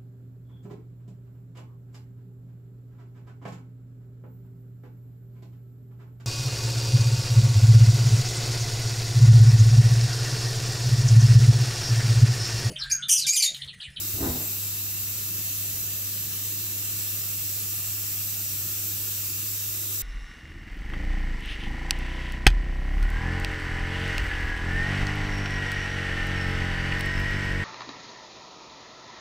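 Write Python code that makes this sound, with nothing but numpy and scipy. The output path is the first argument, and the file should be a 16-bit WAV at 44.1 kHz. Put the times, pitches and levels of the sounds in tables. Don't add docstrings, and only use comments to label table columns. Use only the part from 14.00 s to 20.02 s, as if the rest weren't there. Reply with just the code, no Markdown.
import sys
import numpy as np
from scipy import signal
from scipy.fft import rfft, irfft
from scipy.io import wavfile
from scipy.ndimage import uniform_filter1d

SR = 44100
rng = np.random.default_rng(int(sys.argv[2]) if len(sys.argv) > 2 else 0)


def materialize(psi):
    bounded = np.clip(np.atleast_2d(psi).T, -1, 1)
    quanta = np.round(bounded * 32767).astype(np.int16)
    wavfile.write(sys.argv[1], SR, quanta)


N = 265471


def gain_of(db):
    return 10 ** (np.asarray(db) / 20)


def unit_rms(x):
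    return x / np.sqrt(np.mean(x ** 2) + 1e-20)


def curve_at(points, hz):
    f, value = np.transpose(points)
    return np.interp(np.log(hz + 1), np.log(f + 1), value)


def wander(t, top_hz):
    rates = np.geomspace(top_hz / 20, top_hz, num=24)[:, None]
    sines = np.sin(2 * np.pi * (rates * t + rng.random(rates.shape)))
    return unit_rms((sines / np.sqrt(rates)).sum(0))


# (frequency [Hz], coherence [0-1])
PORT_COHERENCE = [(60, .94), (170, .97), (350, .86), (860, .2), (1400, .56), (2100, .56), (2530, .35),
                  (2630, .1), (2720, .4), (2900, .1), (5600, .43), (6550, .1), (7600, .6), (8300, .36),
                  (9900, .2), (11650, .54), (12550, .1), (13250, .5), (13550, .3), (13900, .6),
                  (14650, .76), (15500, .15)]
# (frequency [Hz], phase [rad])
LEFT_LEAD = [(100, -.1), (860, -.8), (1300, .1), (2200, -.2), (2540, -2.3), (2680, 0), (3300, .1),
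             (4000, -.7), (7400, -.4), (8800, -1.8), (9200, -.4), (11000, -.6), (12400, .3), (12800, -2.3),
             (13300, -3.3), (13700, -1.7), (15100, -2.2), (15600, -.5)]
# (time [s], extra lag at the left port [s])
HAND_SWING = [(0, 3e-6), (.3, -8e-6), (.55, -5e-6), (.85, 21e-6), (2.1, 11e-6), (2.6, 14e-6), (3.1, 5e-6),
              (3.9, 5e-6), (4.2, -1e-6), (5.1, -5e-6), (5.4, 3e-6), (6.02, 5e-6)]
# (frequency [Hz], width [Hz], left [dB], right [dB])
CASE_RESONANCES = [(1190, 90, 3, 2), (1320, 60, -2, -3), (1425, 70, 3, 2), (1550, 90, -3, -4),
                   (1730, 130, 3, 1), (1930, 80, 0, 2), (2020, 60, -2, -3), (2220, 70, -2, -2),
                   (2400, 110, 2.5, 1), (2560, 70, -1.5, 0), (2720, 75, 5.5, 4.5), (2870, 90, -1, -2),
                   (3040, 70, 1, 3), (3130, 80, -1, -2), (3420, 80, -2, -2), (4350, 150, -1.5, 0),
                   (5750, 150, 1.5, 0), (5950, 200, 0, 3), (6380, 120, 0, 2), (7600, 350, 3.5, .5),
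                   (8470, 200, 0, 2), (8800, 200, 0, -2.5), (11730, 300, 3.5, 1), (12600, 150, 2, 0),
                   (13120, 400, 4, 0), (13450, 250, -1, 2), (13750, 200, 0, -1.5), (14050, 150, 0, 1.5),
                   (14640, 150, 1, 1.5)]


def noise_at_ports(left, right, swing, patchy_db, swell_db, fft_size, ripple_db=1.2):
    frames, hz = 4 * N // fft_size + 5, np.fft.rfftfreq(fft_size, 1 / SR)[:, None]
    t = np.arange(frames) * fft_size / 4 / SR
    re, im, other_re, other_im, patches = rng.standard_normal((frames, len(hz), 5)).T
    shared, other = re + 1j * im, other_re + 1j * other_im
    patches = unit_rms(uniform_filter1d(uniform_filter1d(patches, size=10, axis=0), size=16, axis=1))
    coherence = curve_at(PORT_COHERENCE, hz)
    lag_s = swing * np.interp(t, *np.transpose(HAND_SWING))
    shift = np.exp(-1j * (curve_at(LEFT_LEAD, hz) - 2 * np.pi * hz * lag_s))
    spectra = np.array([shared, shift * (coherence * shared + np.sqrt(1 - coherence ** 2) * other)])
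    colour_db = np.array([curve_at(left, hz), curve_at(right, hz)])
    spectra *= gain_of(colour_db + patchy_db * patches + swell_db * wander(t, top_hz=12))
    for peak_hz, width, *db in CASE_RESONANCES:
        spectra *= gain_of(np.reshape(db, (2, 1, 1)) / (1 + (2 * (hz - peak_hz) / width) ** 2))
    ripple = rng.standard_normal((frames, len(hz), 2)).T
    ripple = uniform_filter1d(ripple, size=SR // fft_size * 6, axis=2)
    ripple = uniform_filter1d(ripple, size=fft_size // 256, axis=1)
    spectra *= gain_of(ripple_db * unit_rms(ripple))
    return unit_rms(signal.istft(spectra, nperseg=fft_size, noverlap=3 * fft_size // 4)[1][:, :N])


# (frequency [Hz], relative level [dB])
JET_AT_LEFT = [(900, -32), (2100, -21), (2700, -14), (3250, -16), (3900, -12.5), (5000, -14), (5800, -10.5),
               (7000, -10.5), (8300, -8.5), (9200, -15.5), (10400, -11.5), (11400, -7.5), (13600, -5),
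               (14600, -.5), (15100, -2), (15500, -6.5), (15750, -6)]
JET_AT_RIGHT = [(900, -32), (2100, -21), (2550, -13), (3000, -16), (3700, -13.2), (5200, -11.7),
                (6800, -9.6), (8300, -8), (9200, -14.2), (10000, -15.2), (11600, -8.5), (13400, -3),
                (14600, -.8), (15300, -4.5), (15750, -4)]


def steam_jet(start_db=-27.5, rise_db_per_s=0.0651):
    hiss = noise_at_ports(JET_AT_LEFT, JET_AT_RIGHT, swing=1, patchy_db=1.0, swell_db=0.26, fft_size=1024)
    return gain_of(start_db + rise_db_per_s * np.arange(N) / SR) * hiss


# (frequency [Hz], relative level [dB])
ROOM_TONE = [(20, -28), (64, 0.5), (130, 0.5), (165, -2), (189, 1.5), (234, -10.5), (280, -7), (320, 1.5),
             (400, -8), (486, -12), (620, -10.5), (900, -16), (1300, -10.5), (2000, -15), (3000, -18.5)]


def workshop_rumble(level_db=-46.5):
    rumble = noise_at_ports(ROOM_TONE, ROOM_TONE, swing=0, patchy_db=1.5, swell_db=0.1, fft_size=2048)
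    return gain_of(level_db) * rumble


# (harmonic [number], rms level [dB])
HUM_HARMONICS = [(1, -43), (2, -62), (3, -63.5), (4, -67.5)]


def transformer_hum(hum_hz=100.02, waver_db=0.23):
    t, out = np.arange(N) / SR, np.zeros((2, N))
    port_cycles, port_db = np.array([[-.04], [0]]), np.array([[-.3], [.3]])
    for harmonic, db in HUM_HARMONICS:
        waver = gain_of(waver_db * np.interp(t, t[::500], wander(t[::500], top_hz=1.97)))
        cycles = harmonic * hum_hz * t + rng.random() + port_cycles
        out += np.sqrt(2) * gain_of(db + port_db) * waver * np.sin(2 * np.pi * cycles)
    return out


# (time [s], strength [dB], boost of the deep modes [dB])
DOOR_BOUNCES = [(0.136, -44.5, 17), (0.171, -38, 4), (0.200, -30, 7), (0.222, -25.5, 4), (0.253, -26, 3),
                (0.279, -35, 17.5), (0.302, -33.5, 11), (0.345, -36, 12), (.392, -38, 0)]
# (frequency [Hz], width [Hz], relative level [dB])
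DOOR_MODES = [(58, 23, -13), (96.5, 25, 2.5), (153, 16.4, -2.5), (251, 12.5, -3.5), (278, 17, -4.5),
              (334.7, 15, 2), (395, 8.8, -5.5)]
# (frequency [Hz], relative level [dB])
WASH_SPECTRUM = [(30, -1), (200, 3), (400, 1), (520, -1), (640, 0.5), (900, -5), (1300, -11.5),
                 (2000, -12.5), (3000, -33)]


def distant_door(contact_s=0.0046, shudder_s=0.028, deep_below_hz=130, left_lag_s=150e-6):
    t = np.arange(SR) / SR - np.array([[left_lag_s], [0]])
    out, shudder_power = np.zeros((2, SR)), np.zeros((2, SR))
    for onset_s, blow_db, deep_db in DOOR_BOUNCES:
        age = np.maximum(t - onset_s, 0)
        attack = gain_of(blow_db) * (1 - np.exp(-age / contact_s)) ** 2
        shudder_power += (attack * np.exp(-age / shudder_s)) ** 2
        for (hz, width, db), phase in zip(DOOR_MODES, rng.random(len(DOOR_MODES))):
            ring = np.exp(-np.pi * width * age) * np.sin(2 * np.pi * (hz * age + phase))
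            out += gain_of(db + deep_db * (hz < deep_below_hz)) * attack * ring
    hz = np.fft.rfftfreq(SR, 1 / SR)
    right, other = rfft(rng.standard_normal((2, SR)))
    coherence = curve_at(PORT_COHERENCE, hz)
    left = coherence * right * np.exp(-2j * np.pi * hz * left_lag_s) + np.sqrt(1 - coherence ** 2) * other
    wash = irfft(np.array([left, right]) * gain_of(curve_at(WASH_SPECTRUM, hz)), SR)
    out += np.sqrt(shudder_power) * unit_rms(wash)
    return np.pad(out, ((0, 0), (0, N - SR)))


# (frequency [Hz], time to fall by 60 dB [s])
ROOM_T60 = [(60, .25), (130, .3), (250, .5), (1000, .7), (3000, .5)]


def workshop_reverb(x):
    taps = np.zeros((2, SR))
    arrivals = np.arange(200, SR - 20, 20) + rng.integers(0, 20, (2, (SR - 201) // 20))
    np.put_along_axis(taps, arrivals, rng.choice([-1., 1.], arrivals.shape), 1)
    hz, t, spectra = signal.stft(taps, SR, nperseg=1024)
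    coherence = curve_at(PORT_COHERENCE, hz)[:, None]
    spectra[1] = coherence * spectra[0] + np.sqrt(1 - coherence ** 2) * spectra[1]
    decay = gain_of(-60 * t / curve_at(ROOM_T60, hz)[:, None])
    tail = signal.istft(spectra * decay, SR, nperseg=1024)[1]
    return signal.fftconvolve(x, tail / np.linalg.norm(tail[0]), axes=1)[:, :N]


def scene(reverb_db=-5):
    door = distant_door()
    steady = steam_jet() + workshop_rumble() + transformer_hum()
    return steady + door + gain_of(reverb_db) * workshop_reverb(door)


def record(dry):
    lowpass = signal.firwin(1501, cutoff=15740, window=("kaiser", 9), fs=SR)
    return signal.oaconvolve(dry, lowpass[None], "same")


dry = scene()
out = record(dry)
materialize(out)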